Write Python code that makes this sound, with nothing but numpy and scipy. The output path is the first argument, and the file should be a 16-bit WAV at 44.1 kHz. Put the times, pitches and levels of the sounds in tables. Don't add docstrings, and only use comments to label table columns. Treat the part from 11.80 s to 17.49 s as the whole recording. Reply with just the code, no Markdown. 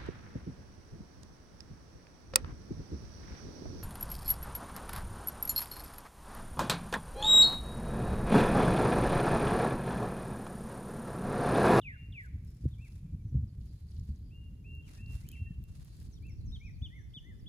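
import sys
import numpy as np
from scipy import signal
from scipy.fft import rfft, irfft
from scipy.io import wavfile
from scipy.ndimage import uniform_filter1d

SR = 44100
rng = np.random.default_rng(int(sys.argv[2]) if len(sys.argv) > 2 else 0)


def persist_wave(psi):
    counts = np.round(np.clip(psi, -1, 1) * 32767).astype(np.int16)
    wavfile.write(sys.argv[1], SR, np.atleast_2d(counts).T)


N = 250752
TIME_S, BINS_HZ = np.arange(N) / SR, np.fft.rfftfreq(N, 1 / SR)
NEAR_LEAD_MS = -.293

# (time [s], pitch [ratio], level [dB])
SLIDE = [(0, 1.9, -26), (.003, 1.6, -9), (.007, 1.5, -10), (.011, 1.35, -20), (.018, 1.3, -14),
         (.036, 1.15, -9), (.052, 1.08, -3), (.064, 1.02, 0), (.08, .92, 0), (.09, .87, -3), (.1, .82, -6),
         (.126, .73, -11), (.145, .66, -15), (.157, .61, -20)]
WHISTLE = [(0, .82, -17), (.01, .92, -8), (.026, .98, -4), (.06, .998, -1), (.1, 1.002, 0),
           (.172, .996, -1.5), (.186, .994, -18)]
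CHIP = [(0, .72, -28), (.006, .91, -13), (.011, .985, -5), (.02, 1, -3), (.032, .99, -1), (.041, .94, 1),
        (.05, .85, -.5), (.058, .81, -6), (.064, .81, -22)]
ARCH = [(0, .84, -13), (.018, .89, -5), (.04, .97, -2), (.056, 1.01, -1.5), (.07, .97, 0), (.085, .87, -2),
        (.1, .79, -6), (.115, .73, -15)]
LISP = [(0, 1.33, -13), (.006, 1.2, -5), (.016, 1.1, -1), (.028, 1.03, 1), (.04, .99, 0), (.052, .99, -3),
        (.064, 1.02, -14)]
BUZZ = [(0, 1.02, -14), (.015, 1.02, -1), (.05, 1, 0), (.085, .98, -2), (.1, .97, -14)]
SWOOP = [(0, .6, -10), (.03, .72, -5), (.055, .92, -1), (.085, 1, 0), (.105, .96, 0), (.125, .82, 2.5),
         (.145, .65, 3), (.158, .55, -10)]
SLUR = [(0, 1, -12), (.03, .97, -4), (.05, .89, 0), (.065, .77, 2), (.08, .63, 2), (.09, .55, -8)]
PIPE = [(0, 1, -17.5), (.015, 0.98, 4.5), (.07, 1, -3), (.1, 0.93, 9.5)]
DROP = [(0, 1.2, -12), (.014, 1.06, -2), (.026, .98, 0), (.04, .9, -4), (.048, .88, -14)]
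TSIP = [(0, 1.3, -13), (.003, 1.4, 6), (.006, .95, 14), (.009, 0.44, 4)]
# (start [s], length [ratio], pitch [Hz], level [dB])
SLIDE_NOTES = [(.013, 1, 2280, -42.3), (.321, 1, 2230, -44.8)]
WHISTLE_NOTES = [(-.16, 1, 2750, -68), (.108, .93, 2770, -61.5), (2.503, .97, 2805, -62.5),
                 (2.839, 1, 2758, -54.5), (3.177, .97, 2736, -56.5), (3.507, 1, 2726, -55.5)]
CHIP_NOTES = [(.902, .85, 3690, -69), (4.342, .8, 3800, -70), (4.713, 1, 3790, -52.5),
              (5.015, 1, 3580, -47.5), (5.332, 1, 3550, -46), (5.657, 1, 3470, -48)]
ARCH_NOTES = [(.98, .91, 2677, -61.5), (4.421, .86, 2693, -62.5), (4.797, 1, 2520, -57),
              (5.101, 1.07, 2147, -57.5), (5.423, 1.13, 2070, -62.5)]
LISP_NOTES = [(4.31, 1, 5560, -70.5), (4.48, 1, 5470, -68), (4.652, 1, 5500, -65.5), (4.828, 1, 5500, -69)]
BUZZ_NOTES = [(.885, .9, 3550, -80), (1.418, 1.1, 6030, -77), (2.42, .6, 4800, -78), (4.33, .6, 6200, -77),
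              (4.53, .9, 5900, -76), (4.68, 1.5, 6000, -71), (4.83, 1, 5900, -73), (4.98, 1.1, 6150, -72),
              (5.145, 1.2, 5950, -73), (5.285, .7, 5300, -79), (5.37, 1, 6200, -76), (5.5, .9, 5100, -79)]
SWOOP_NOTES = [(3.42, 1, 3200, -66)]
SLUR_NOTES = [(3.013, 1, 3250, -70)]
PIPE_NOTES = [(.648, 1.85, 5290, -80.5), (1.24, 1.9, 2420, -90), (1.53, 1, 6980, -91),
              (2.42, .8, 3300, -90), (3.12, 1, 1770, -81), (3.172, .35, 1860, -77),
              (3.655, .7, 1857, -79.5)]
DROP_NOTES = [(1.668, .9, 4800, -76), (1.868, 1, 4900, -73.5), (2.07, .8, 4750, -76),
              (2.268, .9, 4800, -74.5), (4.405, .9, 4550, -78), (4.57, 1.1, 4550, -73),
              (4.745, .9, 4550, -72), (4.92, 1.1, 4550, -74), (5.06, .8, 4900, -82), (5.382, .8, 5200, -80),
              (5.588, .9, 5050, -72.5)]
TSIP_NOTES = [(1.809, .82, 4220, -78), (2.114, .81, 4510, -75), (2.161, 0.89, 4480, -75)]

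# (start [s], length [s], fizz level [dB], fizz over body [dB])
STROKES = [(0.363, 0.097, -70.5, 21), (0.61, 0.16, -71.5, 13), (0.77, 0.19, -74, 5.5),
           (1.006, 0.14, -66.5, 11.5), (1.774, 0.21, -72, 12), (2.03, 0.27, -71, 11.5),
           (3.038, 0.13, -63.5, 6), (3.233, 0.079, -72, 4), (3.268, 0.15, -60, 8.5), (3.429, 0.12, -66, 11),
           (3.86, 0.26, -67, 9), (4.12, 0.15, -65, 10.5)]
# (start [s], length [s], level [dB])
RASPS = [(1.82, 0.57, -81.5), (3.92, 0.22, -78.5), (4.08, 0.37, -80)]
PALM_SLIDES = [(1.56, 0.096, -67), (1.82, 0.07, -60.5), (2.11, 0.094, -73), (2.25, 0.47, -66),
               (2.75, 0.43, -62.5), (3.46, 0.067, -60.5), (3.92, 0.045, -72), (4.13, 0.51, -62.5),
               (5.0, .25, -69), (5.42, 0.34, -61)]
# (time [s], level [dB])
SNAPS = [(.436, -51), (.649, -48), (.675, -52), (.706, -51), (.749, -49), (1.858, -49), (2.006, -52),
         (2.253, -48), (2.391, -55), (2.951, -47), (3.197, -49), (3.3235, -45), (3.361, -42), (3.489, -25),
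         (3.5167, -35), (3.828, -53), (3.84, -40.5), (4.048, -41), (4.168, -47), (4.201, -43),
         (4.229, -41.5), (4.426, -50), (4.468, -48), (4.496, -50), (5.622, -53)]
# (time [s], peak [dB], pitch [Hz])
FLICKS = [(1.123, -55.5, 4570), (2.197, -52.5, 5360), (2.36, -57.5, 6400), (3.08, -55, 5400),
          (3.15, -47.5, 5360), (3.178, -51, 5700), (3.262, -53.5, 4540), (3.563, -65, 4600),
          (4.122, -65, 4700)]
# (time [s], level [dB])
GRIP_LEVEL = [(0.0, -47), (.07, -45.5), (.19, -50.5), (.3, -46.5), (.42, -46.5), (.62, -43), (.78, -45.5),
              (.94, -46.5), (1.19, -49), (1.38, -39), (1.5, -50), (1.81, -43.5), (2.0, -49.5), (2.2, -42),
              (2.5, -49), (2.92, -47.5), (3.1, -50), (3.25, -43.5), (3.5, -46), (3.9, -49.5), (4.3, -47.5),
              (4.53, -44.5), (4.72, -41), (4.88, -47.5), (5.03, -49), (5.25, -51), (5.42, -53),
              (5.68, -49.5)]
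GRIP_WIDTH = [(0, -89.5), (2.5, -21), (5.6, -2.5)]
# (time [s], level [dB], pitch [Hz], ring [s], relative knock level [dB])
BUMPS = [(.292, -37, 103, 0.0088, -19), (0.554, -29.5, 73, 0.0084, -29), (0.845, -30.5, 75, 0.018, -17.5),
         (0.861, -23, 127.6, 0.007, -9), (1.342, -33, 135, 0.0081, -22.5), (1.454, -30.5, 103, 0.013, -43),
         (1.531, -31, 117, 0.014, -18), (1.553, -22, 126.5, 0.011, -19), (1.58, -27.5, 73.5, 0.026, -23.5),
         (1.635, -31, 100.8, 0.023, -26), (2.189, -31.5, 78, 0.0038, -46), (2.296, -30.5, 70, 0.02, -23.5),
         (3.351, -30, 79.4, 0.0077, -45), (3.618, -31.5, 81.4, 0.012, -54), (3.708, -34, 156, 0.0065, -54),
         (3.785, -32, 64, 0.015, -59), (4.53, -38, 60.6, 0.0085, -40), (4.594, -35, 69, 0.0062, -51),
         (4.699, -35.5, 50.7, 0.013, -43), (5.021, -27.5, 79, 0.0088, -53),
         (5.372, -43.5, 141, 0.0063, -9.5)]
# (frequency [Hz], gain [dB], ring [s])
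CASE_MODES = [(243, 5, 0.0028), (476, -15, 0.0033)]

# (frequency [Hz], gain [dB])
WOOD_COLOUR = [(1500, 4), (2700, 10), (4000, 12.5), (6500, -8)]
LEAF_COLOUR = [(300, 2.5), (700, 10), (1200, 8.5), (1800, 9), (3000, 6), (4500, 5), (7000, 0),
               (10000, -0.5), (13700, -8.5), (15000, -9.5), (16000, -14)]
RASP_COLOUR = [(1500, -18), (3300, -8), (4000, 5), (4800, 5.5), (5800, -19), (9000, -38)]
SNAP_COLOUR = [(500, -32), (2500, -18), (6000, -7.5), (10000, -6), (12000, -4), (14200, -3), (15000, -8),
               (16000, -15)]
GRIP_COLOUR = [(15, -13), (25, -11), (45, 4), (70, 5.5), (115, 1), (170, -6.5), (245, -17.5), (350, -29.5),
               (450, -37), (640, -67.5), (900, -71.5), (2000, -100)]
SCUFF_COLOUR = [(20, -16), (50, 15.5), (130, 22.5), (260, 7.5), (400, -16.5), (550, -33), (800, -43),
                (2000, -71)]
PALM_COLOUR = [(80, -8), (180, 3.5), (290, -0.5), (400, -9.5), (550, -20.5), (900, -43), (2000, -47)]
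AIR_COLOUR = [(200, -10.5), (400, 17), (800, 4.5), (1400, 0.5), (3000, -2), (5000, -2), (7000, -4),
              (10000, -4.5), (14200, -4), (15000, -9.5), (16000, -13)]
WIND_COLOUR = [(60, -12.5), (180, 1), (330, 2.5), (520, -14), (900, -31.5), (2000, -53.5)]
# (frequency [Hz], correlation [0..1])
LEAF_LIKENESS = [(300, 0.23), (1500, 0.021), (4000, 0.15), (6500, 0.24), (9000, 0.55), (15000, 1)]
AIR_LIKENESS = [(400, 0.11), (1000, 0.067), (4000, 0.071), (6500, 0.11), (9000, 0.98), (15000, 1)]
SCUFF_LIKENESS = [(100, 1), (300, 1), (600, .4)]
PALM_LIKENESS = [(200, .83), (600, .55)]
WIND_LIKENESS = [(150, 1), (600, .23)]


def songs():
    slides = bird(SLIDE, SLIDE_NOTES, lead_ms=-.285, waver=.008, flutter_db=1.3, waver_hz=160)
    whistles = bird(WHISTLE, WHISTLE_NOTES, lead_ms=.055, waver=.0008, flutter_db=.6)
    chips = bird(CHIP, CHIP_NOTES, lead_ms=.378, waver=.004, flutter_db=.8)
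    arches = bird(ARCH, ARCH_NOTES, lead_ms=.375, waver=.009, flutter_db=1.5)
    lisps = bird(LISP, LISP_NOTES, lead_ms=-.295, waver=.018, flutter_db=3, waver_hz=220)
    buzzes = bird(BUZZ, BUZZ_NOTES, lead_ms=.33, waver=.03, flutter_db=3.5, waver_hz=260)
    far = bird(SWOOP, SWOOP_NOTES, lead_ms=.06, waver=.01, flutter_db=2.5)
    far += bird(SLUR, SLUR_NOTES, lead_ms=.06, waver=.01, flutter_db=2)
    far += bird(PIPE, PIPE_NOTES, lead_ms=.05, waver=.005, flutter_db=2.5)
    far += bird(DROP, DROP_NOTES, lead_ms=-.36, waver=.015, flutter_db=2.5)
    far += bird(TSIP, TSIP_NOTES, lead_ms=.43, waver=.01, flutter_db=1)
    near = leftward(whistles, db=1) + leftward(chips, db=.6)
    near += through_leaves(slides + leftward(arches, db=3), share=.12)
    distant = through_leaves(lisps + gain_of(-7) * buzzes + far, share=.5)
    echo_send = gain_of(-5) * slides + gain_of(-2) * whistles + gain_of(-9.5) * chips
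    echo_send += gain_of(.5) * arches + gain_of(6) * (lisps + buzzes) + gain_of(1) * far
    return near + distant + wood_echo(echo_send + twitter())


def bird(shape, notes, lead_ms, waver, flutter_db, waver_hz=100):
    out, wobble, flutter = np.zeros((2, N)), drift(waver_hz), drift(53)
    shape_s, ratio, shape_db = np.transpose(shape)
    for start_s, stretch, hz, db in notes:
        t = np.arange(0, shape_s[-1] * stretch, 1 / SR)
        pitch_hz = hz * uniform_filter1d(np.interp(t / stretch, shape_s, ratio), 200, mode="nearest")
        cycles = np.cumsum(pitch_hz * (1 + waver * np.interp(start_s + t, TIME_S, wobble))) / SR
        level_db = db + np.interp(t / stretch, shape_s, shape_db)
        level_db += flutter_db * np.interp(start_s + t, TIME_S, flutter)
        ports = np.sin(2 * np.pi * np.array([cycles, cycles - pitch_hz * lead_ms / 1000]))
        add(out, start_s, ports * gain_of(level_db) * signal.windows.tukey(len(t), .06))
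    return out


def twitter(count=26, span_s=(4.35, 5.3), range_hz=(4300, 6700), level_db=-76):
    notes = [(rng.uniform(*span_s), 1, rng.uniform(*range_hz), level_db) for _ in range(count)]
    return bird(LISP, notes, lead_ms=0, waver=.025, flutter_db=3.5)


def through_leaves(x, share, blur_s=.009):
    taps = scatter(np.exp(-np.arange(SR // 10) / SR / blur_s))
    return np.sqrt(1 - share) * x + np.sqrt(share) * signal.fftconvolve(x, taps, axes=1)[:, :N]


def wood_echo(x, trunk_t60_s=.9, foliage_t60_s=.2, foliage_db=3.5, rise_s=.007, gain_db=-13):
    t = np.arange(SR) / SR
    decay = gain_of(-60 * t / trunk_t60_s) + gain_of(foliage_db - 60 * t / foliage_t60_s)
    taps = scatter(decay * (1 - np.exp(-t / rise_s)))
    taps = irfft(rfft(taps) * gain_of(curve_at(WOOD_COLOUR, np.fft.rfftfreq(SR, 1 / SR))), SR)
    return gain_of(gain_db) * signal.fftconvolve(x, taps, axes=1)[:, :N]


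def scatter(envelope, echoes_per_s=8000):
    size = (2, len(envelope))
    taps = envelope * rng.choice([-1, 1], size) * (rng.random(size) < echoes_per_s / SR)
    return taps / np.linalg.norm(taps, axis=1, keepdims=True)


def rustle(grains_per_s=300, spread_db=4, clump_db=3.5, clump_hz=30, split_hz=5000):
    drive = 1.58 * rng.standard_normal((2, N)) + gain_of(-1.5) * clicks(per_s=120)
    for hz in np.geomspace(1200, 14000, 8):
        sizes = gain_of(spread_db * np.minimum(rng.exponential(1, (2, N)), 5))
        grains = sizes * rng.choice([-1, 1], (2, N)) * (rng.random((2, N)) < grains_per_s / SR)
        clumps = unit_rms(grains * gain_of(clump_db * drift(clump_hz)))
        band = np.exp(-np.log(BINS_HZ / hz + 1e-9) ** 2 / .063)
        drive += .77 * irfft(rfft(clumps) * band, N)
    leaves = port_pair(drive, LEAF_COLOUR, LEAF_LIKENESS, NEAR_LEAD_MS)
    body = signal.sosfiltfilt(signal.butter(2, split_hz, fs=SR, output="sos"), leaves)
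    fizz_gain, body_gain = touch_gains()
    return ((leaves - body) * fizz_gain + body * body_gain) * gain_of(2.53 * drift(40))


def touch_gains(rest_db=-80.5, rest_bright_db=2.5):
    fizz_power, body_power = gain_of(rest_db) ** 2, gain_of(rest_db - rest_bright_db) ** 2
    for start_s, length_s, db, bright_db in STROKES:
        envelope = stroke(start_s, length_s)
        fizz_power += (gain_of(db) * envelope) ** 2
        body_power += (gain_of(db - bright_db) * envelope) ** 2
    return np.sqrt(fizz_power), np.sqrt(body_power)


def stroke(start_s, length_s, rise_s=.093, fade_s=.06):
    rise = np.sin(np.pi / 2 * np.clip((TIME_S - start_s) / rise_s + 1 / 4, 0, 1)) ** 2
    return rise * np.exp(-np.maximum(TIME_S - start_s - length_s, 0) / fade_s)


def dragging(strokes, colour, likeness, slips_per_s):
    envelope = sum(gain_of(db) * stroke(start_s, length_s) for start_s, length_s, db in strokes)
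    return envelope * port_pair(clicks(slips_per_s), colour, likeness, NEAR_LEAD_MS)


def snaps(decay_s=.00074, splinter_db=-13, splinter_s=.008, splinters_per_s=2500):
    out, t = np.zeros(N), np.arange(SR // 20) / SR
    for start_s, db in SNAPS:
        tears = rng.random(len(t)) < splinters_per_s / SR
        splinters = gain_of(splinter_db) * tears * np.exp(-t / splinter_s)
        burst = rng.standard_normal(len(t)) * (np.exp(-t / decay_s) + splinters)
        add(out, start_s, gain_of(db) * burst / abs(burst).max())
    left = rfft(out) * gain_of(curve_at(SNAP_COLOUR) + 1)
    return irfft(np.array([left, delayed(left, NEAR_LEAD_MS)]), N)


def flicks(ring_s=.0013, width_ratio=.2):
    out, t, hz = np.zeros((2, N)), np.arange(512) / SR, np.fft.rfftfreq(512, 1 / SR)
    for start_s, db, pitch_hz in FLICKS:
        band = np.exp(-((hz / pitch_hz - 1) / width_ratio) ** 2) + .072
        burst = irfft(rfft(rng.standard_normal((2, len(t)))) * band) * np.exp(-t / ring_s)
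        add(out, start_s, gain_of(db) * burst / abs(burst).max())
    return out


def grip(creep_s=.048, creep_db=-20.5, trim_db=.5):
    power = gain_of(np.interp(TIME_S, *np.transpose(GRIP_LEVEL)) + trim_db) ** 2
    for bump_s, db, *_ in BUMPS:
        power += gain_of(db + creep_db) ** 2 * np.exp(-abs(TIME_S - bump_s) / creep_s)
    mid, side = unit_rms(irfft(rfft(rng.standard_normal((2, N))) * gain_of(curve_at(GRIP_COLOUR)), N))
    side *= gain_of(np.interp(TIME_S, *np.transpose(GRIP_WIDTH)))
    return np.sqrt(power) * gain_of(2.1 * drift(13)) * np.array([mid + side, mid - side])


def bumps(scuff_db=-13, knock_lead_s=.00505):
    motion, pressure, t = np.zeros(N), np.zeros(N), np.arange(-SR // 20, SR // 5) / SR
    knock = sum(gain_of(db) * swell(t, ring_s) * np.sin(2 * np.pi * hz * t)
                for hz, db, ring_s in CASE_MODES)
    for bump_s, db, hz, ring_s, knock_db in BUMPS:
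        start_s = bump_s + t[0]
        push = gain_of(db) * swell(t, ring_s)
        add(motion, start_s, -push * np.sin(2 * np.pi * hz * t))
        add(motion, start_s - knock_lead_s, gain_of(db + knock_db) * knock)
        add(pressure, start_s, push)
    scuff = port_pair(rng.standard_normal((2, N)), SCUFF_COLOUR, SCUFF_LIKENESS)
    return motion + gain_of(scuff_db) * pressure * scuff


def swell(t, ring_s, rise_ratio=.38):
    push = 1 / (np.exp(-t / (rise_ratio * ring_s)) + np.exp(t / ring_s))
    return push / push.max()


def air(hiss_db=-77, wind_db=-76, gust_db=4.4, gust_hz=3.8):
    hiss = port_pair(rng.standard_normal((2, N)), AIR_COLOUR, AIR_LIKENESS, NEAR_LEAD_MS)
    wind = port_pair(rng.standard_normal((2, N)), WIND_COLOUR, WIND_LIKENESS)
    return gain_of(hiss_db) * hiss + gain_of(wind_db + gust_db * drift(gust_hz)) * wind


def port_pair(drive, colour, likeness, lead_ms=0):
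    left, other = rfft(drive)
    correlation = curve_at(likeness)
    right = delayed(correlation * left + np.sqrt(1 - correlation ** 2) * other, lead_ms)
    return unit_rms(irfft(np.array([left, right]) * gain_of(curve_at(colour)), N))


def delayed(spectrum, ms):
    return spectrum * np.exp(-2j * np.pi * BINS_HZ * ms / 1000)


def leftward(x, db):
    return x * gain_of([[db / 2], [-db / 2]])


def clicks(per_s):
    return unit_rms(rng.uniform(-.96, 1, (2, N)) * (rng.random((2, N)) < per_s / SR))


def drift(rate_hz):
    return unit_rms(irfft(rfft(rng.standard_normal(N)) / (1 + (BINS_HZ / rate_hz) ** 4), N))


def curve_at(points, hz=BINS_HZ):
    points_hz, values = np.transpose(points)
    return np.interp(np.log(hz + 1), np.log(points_hz + 1), values)


def add(mix, start_s, sound):
    start = round(start_s * SR)
    sound = sound[..., max(-start, 0):]
    part = mix[..., max(start, 0):][..., :sound.shape[-1]]
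    part += sound[..., :part.shape[-1]]


def gain_of(db):
    return 10 ** (np.asarray(db) / 20)


def unit_rms(x):
    return x / np.sqrt(np.mean(x ** 2) + 1e-20)


def scene():
    palm = dragging(PALM_SLIDES, PALM_COLOUR, PALM_LIKENESS, slips_per_s=690)
    fronds = dragging(RASPS, RASP_COLOUR, LEAF_LIKENESS, slips_per_s=700)
    return songs() + grip() + palm + bumps() + rustle() + fronds + snaps() + flicks() + air()


def record(dry):
    taps = signal.firwin(511, 15900, window=("kaiser", 9), fs=SR)
    return signal.oaconvolve(dry, taps[None], "same", axes=1)


dry = scene()
out = record(dry)
persist_wave(out)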